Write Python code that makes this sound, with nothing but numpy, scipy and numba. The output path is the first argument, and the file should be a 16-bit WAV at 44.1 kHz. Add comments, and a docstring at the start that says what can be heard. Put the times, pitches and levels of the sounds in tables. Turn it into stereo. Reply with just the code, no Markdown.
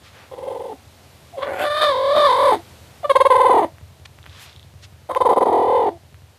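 """A soft outdoor hush, a far engine idling and small rustles come first; then a broody hen on a brick porch calls.
She gives four calls: her breath comes in short throbs, each a note that climbs fast and sags, first as
separate clucks, later fused to a wavering moan. Her voice is harmonics and sharp pulses shaped by throat and beak.
Ticks ring a few resonances, rustles are swells of grainy noise, the engine is thumps ringing a pipe,
the hush is smooth noise; the porch adds a short tail to hen and ticks."""
import sys
import numpy as np
from scipy import signal
from scipy.fft import rfft, irfft
from scipy.io import wavfile
from scipy.ndimage import uniform_filter1d
from numba import njit

SR = 44100
rng = np.random.default_rng(int(sys.argv[2]) if len(sys.argv) > 2 else 0)


def put_to_file(sound):
    """Save the sound as 16-bit audio at rate SR, in the file named by the first command-line argument."""
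    columns = np.atleast_2d(sound).T  # one column per channel
    safe = np.clip(columns, -1, 1)
    whole_steps = np.round(safe * 32767)
    wavfile.write(sys.argv[1], SR, whole_steps.astype(np.int16))


N = 281358

# how the throat colours the low harmonics: [f/Hz, level/dB]
THROAT = [(250, -12.5), (350, 6.5), (420, 0), (500, 2.4), (720, 10), (1030, 0.5), (1180, -6), (1330, -25.5),
          (1700, -40)]
# beak resonances, and last a narrow windpipe resonance that also follows the beak opening: [f/Hz, width/Hz,
# level/dB, how far it follows the opening]
BEAK = [(3193, 326, -26, 0.83), (3707, 414, -18.5, 1.65), (4585, 1250, -29, 1.49), (1804, 150, -30.5, 3.18)]
# windpipe resonances: [f/Hz, width/Hz, level/dB, how far it follows the opening]
WINDPIPE = [(1465, 150, -32, 2.04), (1942, 580, -24, 0.74)]
# resonances of whistling air: [f/Hz, width/Hz, level/dB]
WHISTLE = [(6380, 62, -34.5), (8400, 1000, -45.5), (10120, 400, -40.5), (13320, 400, -49)]
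# beak resonances shift with its shape: [t/s, share of rest pitch]
BEAK_TUNING = [(1.43, 0.89), (1.7, 0.97), (2.24, 0.98), (2.5, 0.98), (3.15, 0.91), (5.5, 1), (5.7, 0.94)]
# how her voice wavers: [t/s, pitch sag as a share, roughness 0-1]
WAVER = [(.31, .12, .45), (.45, .3, .2), (1.33, 0, .1), (1.37, .22, .15), (1.42, .12, .4), (1.5, .15, .6),
         (1.64, .08, .5), (1.68, .06, .07), (1.79, .07, .1), (1.825, .05, .34), (1.86, .08, .1),
         (1.95, .15, .08), (2.145, .08, .08), (2.165, .15, .5), (2.21, .1, .12), (2.33, .18, .14),
         (2.5, .2, .15), (2.56, .4, .3), (3.1, -.08, .07), (3.15, .2, .05), (3.46, .22, .05),
         (3.52, .36, .08), (3.66, .3, .25), (5.12, .2, .3), (5.16, .25, .1), (5.32, .4, .15),
         (5.47, .38, .25), (5.62, .36, .06), (5.76, .23, .05), (5.92, .33, .15)]
# colour of the voice: [t/s, low overtones level/dB, windpipe level/dB, open beak level/dB, whistling air level/dB]
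COLOUR = [(.31, -11.5, -2.5, -5, -5.5), (1.33, -26, -13, -8, 0), (1.43, 8, 11.5, 2.5, -13),
          (1.5, -6.5, 13, -7, -6), (1.62, 2, 16.5, 2.5, 2), (1.8, 20.5, 15, 7.5, 1.5),
          (2.0, -0.5, 3.5, 1.5, -10.5), (2.25, 14, 6, 3.5, -5.5), (2.58, 3, 6.5, -2, 2.5),
          (3.05, 10.5, 1, -4.5, -13), (3.1, 7.5, 8, -1, -3), (3.66, 3.5, -0.5, -9, -3.5),
          (5.09, 8, -3, -6, -3.5), (5.45, -2, -5.5, -9.5, -9), (5.75, -5.5, -4, -8.5, -15.5)]
# the other half of the syrinx (the bird's voice box) sounds its own note: [t/s, f/Hz, level/dB]
SECOND_SIDE = [(1.45, 780, -44), (1.5, 798.5, -34), (1.645, 717.4, -21.5), (1.67, 701.3, -42)]
OVERTONES_FROM_HZ, OVERTONES_FULL_HZ = 743, 1090   # the overtone colour takes hold between these
NO_SAG_BEFORE_DB = 11   # the weaker the next throb, the less this one sags; not at all before a drop this deep
SAG_LIFT_DB = 2.5   # rise in level for a full sag; a wider beak makes it larger
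SLACK_DULLS_DB = 34.5   # treble lost in a full sag
HALF_SHARE = 0.045   # how much every second cycle differs, before the beak opening scales it
MOAN_SWELL_DB, SWELL_DB = 2, 4.5   # how far below its top a throb starts: one that runs on, one cut short


def hen():
    """Harmonics of the syrinx pass through throat and beak; rough moments scatter the cycles and add hiss."""
    sag, rough = in_time(WAVER)
    overtones_db, windpipe_db, beak_db, whistle_db = in_time(COLOUR)
    start, level_db, top_hz = throbs()
    progress = np.interp(np.arange(N) / SR, start, np.arange(len(start)))
    throb, part = progress.astype(int), progress % 1   # which throb, and how far through it
    step_db = np.diff(level_db)
    runs_on = np.append(step_db > -12, False)[throb]
    # the final low note is dull and dies away
    last = np.append(level_db[1:] < -60, False)[throb]
    silent = (level_db[throb] < -60) | (progress <= 0)

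    # the membranes tighten fast, hold, then slacken; a cluck cut short by a pause ends at full pitch
    sags = np.clip(1 + np.append(step_db, -99) / NO_SAG_BEFORE_DB, 0, 1)[throb]
    tightening = np.clip(1 - np.where(runs_on, 6, 3) * part, 0, 1) ** 1.5
    slackening = sags * np.clip(1.5 * part - .5, 0, 1) ** 1.4
    slack = sag * np.maximum(tightening, slackening)
    pitch = uniform_filter1d(top_hz[throb] * (1 - slack), 70)
    jitter = (.002 + .12 * rough) * wobble(250)
    cycle = 2 * np.pi * np.cumsum(pitch * (1 + jitter)) / SR
    # half-speed wave: every second cycle is stronger, the more so the wider the beak
    uneven = np.clip(HALF_SHARE * from_db(beak_db), 0, .8) * np.cos(cycle / 2)
    shimmer = 1 + rough * wobble(200) + .3 * uneven

    # four smooth harmonics, held at an even level before the breath shapes them
    dull_db = uniform_filter1d(-20. * last, 200)
    low = 0
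    for k in (1, 2, 3, 4):
        harmonic_db = at_hz(THROAT, k * pitch)
        if k > 1:
            colour_share = np.interp(k * pitch, [OVERTONES_FROM_HZ, OVERTONES_FULL_HZ], [0, 1])
            harmonic_db = harmonic_db + dull_db + overtones_db * colour_share
        low = low + from_db(harmonic_db) * np.sin(k * (cycle + 1.3) - 1.3)
    low = shimmer * low / np.sqrt(uniform_filter1d(low ** 2, 400) + 1e-9)

    # each closure of the membranes is a sharp pulse, with a puff of turbulent air
    closures = sum(np.cos(k * cycle) for k in range(1, 22)) / 3
    puffs = rng.standard_normal(N) * (1 + .8 * np.cos(cycle))
    buzz = (shimmer + uneven) * closures + (.05 + 2 * rough) * puffs
    high = formants(buzz, WINDPIPE, windpipe_db, np.ones(N))
    high = high + formants(buzz, BEAK, beak_db, in_time(BEAK_TUNING)[0])
    high = high + climbing(buzz)
    high = high + from_db(whistle_db) * resonances(buzz + .5 * puffs, WHISTLE)
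    high = above(1450, 5 * high) * uniform_filter1d(from_db(3 - SLACK_DULLS_DB * slack), 100)

    # each throb swells; the breath is slightly louder while the pitch sags
    swell_db = np.where(runs_on, MOAN_SWELL_DB, SWELL_DB) * ~last * np.clip(1 - 0.96 * part, 0, 1)
    sag_lift_db = SAG_LIFT_DB * from_db(beak_db) * slack
    breath = from_db(level_db[throb] + sag_lift_db - 20 * last * part - swell_db) * ~silent
    breath = uniform_filter1d(uniform_filter1d(breath, 200), 120)

    side_hz, side_db = in_time(SECOND_SIDE)
    side_cycle = 2 * np.pi * np.cumsum(side_hz * (1 + 0.0422 * wobble(56))) / SR
    second = from_db(side_db) * shimmer * ~silent * np.sin(side_cycle)
    return above(200, breath * (low + high) + second)


# the four calls, each row starting on a beat:
# [t/s, level/dB, top pitch f/Hz, off-beat minus beat level/dB, share of the beat before the off-beat]
VOICE = [
    [(.315, -31.5, 513, -8.5, 0.55), (.38, -29.5, 526, -6.5, 0.33), (.472, -22, 537.3, -2.5, 0.62),
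     (.564, -26.5, 505.5, 0, 0.65), (.657, -25.5, 525, -4, 0.49), (.701, -29.5, 472, 2.5, 0.78)],
    [(1.375, -24, 553, -6.5, 0.4), (1.42, -23.5, 559, -5, 0.49), (1.546, -30.5, 582.6, 5.5, 0.64),
     (1.608, -22.5, 623.2, 2.5, 0.88), (1.657, -21.5, 591.8, -8.5, 0.69), (1.785, -20.5, 627, 7.5, 0.61),
     (1.832, -13.5, 619, -2.5, 0.4), (1.876, -15.5, 601, -0.5, 0.56), (1.924, -19.5, 536, 1, 0.64),
     (2.015, -18.5, 561.5, 1, 0.41), (2.103, -15, 588, -1.5, 0.56), (2.152, -14.5, 640.8, 2.5, 0.5),
     (2.246, -10, 589.3, -3, 0.56), (2.295, -12.5, 527, -1, 0.6), (2.339, -15.5, 532.4, 0, 0.47),
     (2.43, -13, 594.4, 1, 0.36), (2.479, -11, 566.3, -2.5, 0.4), (2.524, -14, 454, -4.5, 0.65)],
    [(3.043, -15.5, 588, -26, 0.29), (3.096, -7.5, 543.4, -28.5, 0.39), (3.154, -5, 536.5, -23, 0.36),
     (3.251, -6, 545.7, -30.5, 0.42), (3.302, -7.5, 529, -6, 0.53), (3.499, -8, 507.7, -4, 0.54),
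     (3.546, -11.5, 482.4, 0.93, 0.51), (3.598, -16.5, 457.6, 0, 0.96), (3.622, -17, 328.6, -3, 0.91)],
    [(5.101, -16.5, 521.4, -15, 0.35), (5.159, -11.5, 523.5, -40, 0.36), (5.205, -9, 510.2, -19, 0.38),
     (5.252, -9.5, 524.5, -4.5, 0.63), (5.327, -9, 515, -2, 0.74), (5.42, -9, 502, -4.5, 0.7),
     (5.471, -14, 480.5, -3.5, 0.5), (5.524, -12.5, 490, -0.5, 0.51), (5.62, -14, 498.7, -2, 0.57),
     (5.726, -14, 529.7, 2, 0.46), (5.823, -14.5, 500.3, -2.5, 0.4), (5.863, -14.5, 457.4, -1.5, 0.72)],
]
# the breath stops briefly after a beat, until the next throb: [t/s]
PAUSES = [.444, .49, .537, .582, .626, .672, 3.371, 3.422, 3.472, 3.521, 5.278, 5.338, 5.387, 5.437]
# a high note opens a loud call: [t/s, level/dB]
LEAD_INS = [(1.329, -37), (3.032, -26.5), (5.092, -20)]
# a low note closes each call: [t/s, level/dB, pitch f/Hz, length/s]
ENDINGS = [(0.731, -32.5, 279.1, 0.031), (2.557, -27.5, 328.5, 0.05), (3.65, -26, 316, .03),
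           (5.892, -32.5, 342, 0.084)]
LEAD_IN_HZ = 700.8
BEAT_S = .05   # beats fill the time between rows evenly, about this far apart
PAUSE_DB, SILENCE_DB = -31.5, -70   # pause against the beat; level after a call


def throbs():
    """Breath pulses as beat and off-beat through each call: start, level and top pitch."""
    rows = [(s, db, LEAD_IN_HZ) for s, db in LEAD_INS]
    for call, (end, end_db, end_hz, length) in zip(VOICE, ENDINGS):
        s, db, hz, off_db, share = np.transpose(call)
        steps = np.maximum(np.round(np.diff(s) / BEAT_S), 1)
        number = np.cumsum(np.append(0, steps))
        beats = np.interp(np.arange(number[-1] + 1), number, s)
        rows += zip(beats, np.interp(beats, s, db), np.interp(beats, s, hz))

        shares = np.clip(np.interp(beats, s, share), .2, 1)
        offs = beats + shares * np.diff(np.append(beats, end))
        off_rows = zip(offs, np.interp(beats, s, db + off_db), np.interp(offs, s, hz))
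        # a beat that takes nearly all its time has no off-beat
        rows += [row for row, part in zip(off_rows, shares) if part <= .9]

        for t in PAUSES:
            if s[0] < t < end:
                rows.append((t, np.interp(t, s, db) + PAUSE_DB, np.interp(t, s, hz)))
        rows += [(end, end_db, end_hz), (end + length, SILENCE_DB, end_hz)]
    return np.transpose(sorted(rows))


def formants(x, modes, opening_db, tuning):
    """Steep resonances, each passed twice, grow with the opening and slide with the tuning."""
    out = 0
    for k, (hz, width_hz, db, follows) in enumerate(modes):
        once = sliding(x, hz * tuning, width_hz, SR)
        twice = sliding(once, hz * tuning, width_hz, SR)
        out = out + (-1) ** k * from_db(db + follows * opening_db) * twice
    return out


# one resonance climbs as the beak opens: [t/s, f/Hz, level/dB]
BEAK_OPENS = [(1.5, 2135, -60), (1.53, 2328, -16), (1.64, 2758, -10), (1.67, 3525, -70)]


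def climbing(x):
    """One resonance rises while the beak opens."""
    hz, db = in_time(BEAK_OPENS)
    return from_db(db) * sliding(x, hz, 290, SR)   # 290 Hz wide


# dry ticks nearby: [t/s, level/dB before a fixed lift and the ringing]
TICKS = [(3.7838, -37), (4.1879, -34), (4.2412, -37), (4.2585, -36), (4.2637, -28), (5.1497, -17),
         (6.1444, -38)]
# what a single tick rings: [f/Hz, width/Hz, level/dB]
TICK_MODES = [(1500, 1900, -7.5), (3380, 1200, -15)]
# what the even run of ticks rings, passed twice: [f/Hz, width/Hz, level/dB]
RATCHET_RING = [(3500, 1100, 4)]
RATCHET_S, RATCHET_PER_S, RATCHET_DB, RATCHET_TICKS = 4.2292, 30, -12, 13   # start, rate, mean level, count


def ticks():
    """Clicks ring a few broad modes; the even run rings higher, each tick with its own strength."""
    s, db = np.transpose(TICKS)
    clicks, run = np.zeros((2, N))
    clicks[np.round(s * SR).astype(int)] = from_db(db + 20)
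    clicks = uniform_filter1d(clicks, 5) * 5   # five samples wide
    run_s = RATCHET_S + np.arange(RATCHET_TICKS) / RATCHET_PER_S
    run[np.round(run_s * SR).astype(int)] = from_db(rng.normal(RATCHET_DB, 2, RATCHET_TICKS))
    ratchet = resonances(resonances(run, RATCHET_RING), RATCHET_RING)
    return resonances(clicks, TICK_MODES) + ratchet


# rustles: [middle t/s, half length/s, level/dB, lowest f/Hz, highest f/Hz]
RUSTLES = [(0.067, 0.11, -45.5, 487, 4070), (0.197, 0.25, -44, 345, 2574), (4.058, 0.013, -33.5, 910, 4400),
           (4.42, .36, -43, 725, 4300), (4.428, 0.1, -44, 1230, 14000), (4.841, 0.049, -41, 1410, 5560)]


def rustles():
    """Short swells of grainy noise, partly alike in both ports."""
    out, t = np.zeros((2, N)), np.arange(N) / SR
    for s, length, db, low_hz, high_hz in RUSTLES:
        near = np.abs(t - s) < length
        shared, *own = rng.standard_normal((3, near.sum()))
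        # the shared noise also swings the level by decibels, which makes the grain
        grainy = (np.array(own) + 0.4 * shared) * from_db(shared)
        band = signal.butter(2, [low_hz, high_hz], "band", fs=SR, output="sos")
        swell = np.exp(-(3 * (t[near] - s) / length) ** 2)
        out[:, near] += from_db(db) * rms_one(signal.sosfilt(band, grainy)) * swell
    return out


# colour of the two microphone ports: [f/Hz, left minus right level/dB]
PORT_BALANCE = [(60, -7), (550, -4.5), (1650, -6.5), (4970, -4.5), (15000, 33)]
# how far the left port leads: [f/Hz, phase/radians]
PORT_LEAD = [(0, 0), (900, .8), (2400, 1.8), (3600, 1.9), (10000, 5.0)]


def ports(x):
    """The two ports hear a near source with their own colour and delay."""
    hz = np.fft.rfftfreq(N, 1 / SR)
    lead = np.interp(hz, *np.transpose(PORT_LEAD))
    half = from_db(at_hz(PORT_BALANCE, hz) / 2) * np.exp(.5j * lead)
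    return np.array([irfft(rfft(x) * half, N), irfft(rfft(x) / half, N)])


PORCH_T60_S, PORCH_DB = 0.14, -1.5   # time for the tail to fall 60 dB; its level
WALLS_DIFFER_HZ = 663   # below this both ports hear much the same tail


def porch(x):
    """Wall, door and boards throw back a short tail, different in each channel above the lows."""
    t = np.arange(SR // 4) / SR
    tail = rng.standard_normal((2, len(t))) * from_db(-60 * t / PORCH_T60_S) * (t > .004)
    tail = signal.lfilter([1, -.75], [1], tail)   # hard brick favours the treble
    tail[1] = tail[0] + above(WALLS_DIFFER_HZ, tail[1] - tail[0])
    return signal.fftconvolve(x[None], tail / np.linalg.norm(tail[0]), axes=1)[:, :N]


# exhaust pipe resonances: [f/Hz, width/Hz, level/dB]
EXHAUST = [(79.9, 4.2, 6), (99.3, 2.9, 4), (128, 8.2, -2.5)]
# the idle comes and goes: [t/s, level/dB]
ENGINE_SWELL = [(0, -6.5), (1.3, -6), (2.6, -1), (5.2, -1), (6.3, -2.5)]
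FIRINGS_PER_S, FIRST_FIRING_S, ENGINE_DB = 10.81, 0.022, -45.5   # level before the swell


def engine():
    """One uneven exhaust thump per firing rings the pipe."""
    count = int(N / SR * FIRINGS_PER_S)
    late, strength = rng.standard_normal((2, count))
    at = FIRST_FIRING_S + np.arange(count) / FIRINGS_PER_S + 0.0011 * late
    thumps = np.zeros(N)
    thumps[np.clip((at * SR).astype(int), 0, N - 1)] = from_db(2 * strength)
    return from_db(ENGINE_DB + in_time(ENGINE_SWELL)[0]) * rms_one(resonances(thumps, EXHAUST))


# shape of the outdoor hush: [f/Hz, relative level/dB per Hz]
AIR = [(40, -21.5), (86, -7), (306, -16), (612, -14), (1460, -21), (4200, -22.5), (5200, -26), (12000, -31)]
# how loud its treble is, before a fixed 5 dB lift: [t/s, level/dB]
AIR_DB = [(0, -57.5), (2.7, -52.5), (3.8, -58.5), (6.38, -60.5)]
# how alike left and right are: [f/Hz, likeness 0-1]
AIR_LIKENESS = [(60, 0.84), (380, 0.31), (2380, 0.021)]


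def air():
    """Far traffic and leaves: smooth noise, much alike in both ports only in the bass."""
    hz = np.fft.rfftfreq(N, 1 / SR)
    mid, side = rfft(rng.standard_normal((2, N))) * from_db(at_hz(AIR, hz))
    alike = at_hz(AIR_LIKENESS, hz)
    both = np.sqrt(1 + alike) * mid + np.sqrt(1 - alike) * side * [[1], [-1]]
    treble = np.sqrt(np.mean(irfft(both * (hz > 1500), N) ** 2))
    return from_db(in_time(AIR_DB)[0] + 5.0) * irfft(both, N) / treble


def from_db(db):
    """Decibels to gain."""
    return 10 ** (np.asarray(db) / 20)


def rms_one(x):
    """Scale to an average (rms) level of 1."""
    return x / np.sqrt(np.mean(x ** 2) + 1e-20)


def in_time(rows):
    """Columns of a curve over time, one value per sample."""
    s, *columns = np.transpose(rows)
    return [np.interp(np.arange(N) / SR, s, c) for c in columns]


def at_hz(points, hz):
    """Read a spectrum on a log-frequency axis."""
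    f, value = np.transpose(points)
    return np.interp(np.log(hz + 20), np.log(f + 20), value)


def wobble(rate_hz):
    """Random wander up to about rate_hz, spread 1."""
    slow = signal.butter(2, rate_hz, fs=SR, output="sos")
    return rms_one(signal.sosfilt(slow, rng.standard_normal(N)))


def resonances(x, modes):
    """Parallel resonances with alternating signs; a narrower one rings longer."""
    out = 0
    for k, (hz, width_hz, db) in enumerate(modes):
        r = np.exp(-np.pi * width_hz / SR)
        feed = np.array([1, 0, -1]) * (1 - r * r) / 2
        ring = [1, -2 * r * np.cos(2 * np.pi * hz / SR), r * r]
        out = out + (-1) ** k * from_db(db) * signal.lfilter(feed, ring, x + 1e-18)
    return out


@njit
def sliding(x, hz, width_hz, rate):
    """A resonance whose centre moves from sample to sample."""
    out, r = np.zeros_like(x), np.exp(-np.pi * width_hz / rate)
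    for i in range(2, len(x)):
        feed = (1 - r * r) / 2 * (x[i] - x[i - 2])
        ring = 2 * r * np.cos(2 * np.pi * hz[i] / rate) * out[i - 1] - r * r * out[i - 2]
        out[i] = feed + ring
    return out


def above(hz, x):
    """Steep high-pass."""
    return signal.sosfilt(signal.butter(3, hz, "high", fs=SR, output="sos"), x)


# she turns her head; the ticks share this balance: [t/s, left minus right level/dB]
FACING = [(.5, 3.5), (3.1, 3.5), (3.6, 2.5), (5.2, 5.5), (5.8, 7)]


def scene():
    """Hen and ticks with the porch's tail, then rustles, engine and air."""
    near = hen() + ticks()
    facing = from_db(in_time(FACING)[0] * [[.5], [-.5]])
    close = facing * ports(near) + from_db(PORCH_DB) * porch(near)
    return close + rustles() + engine() + air()


CUTOFF_HZ = 15600


def record(dry):
    """The microphones lose the deepest bass, peaks beyond the limit are flattened, the top is cut."""
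    dry = np.clip(above(55, dry), -.97, .97)
    return signal.sosfilt(signal.cheby2(12, 70, CUTOFF_HZ, fs=SR, output="sos"), dry)


dry = scene()
out = record(dry)
put_to_file(out)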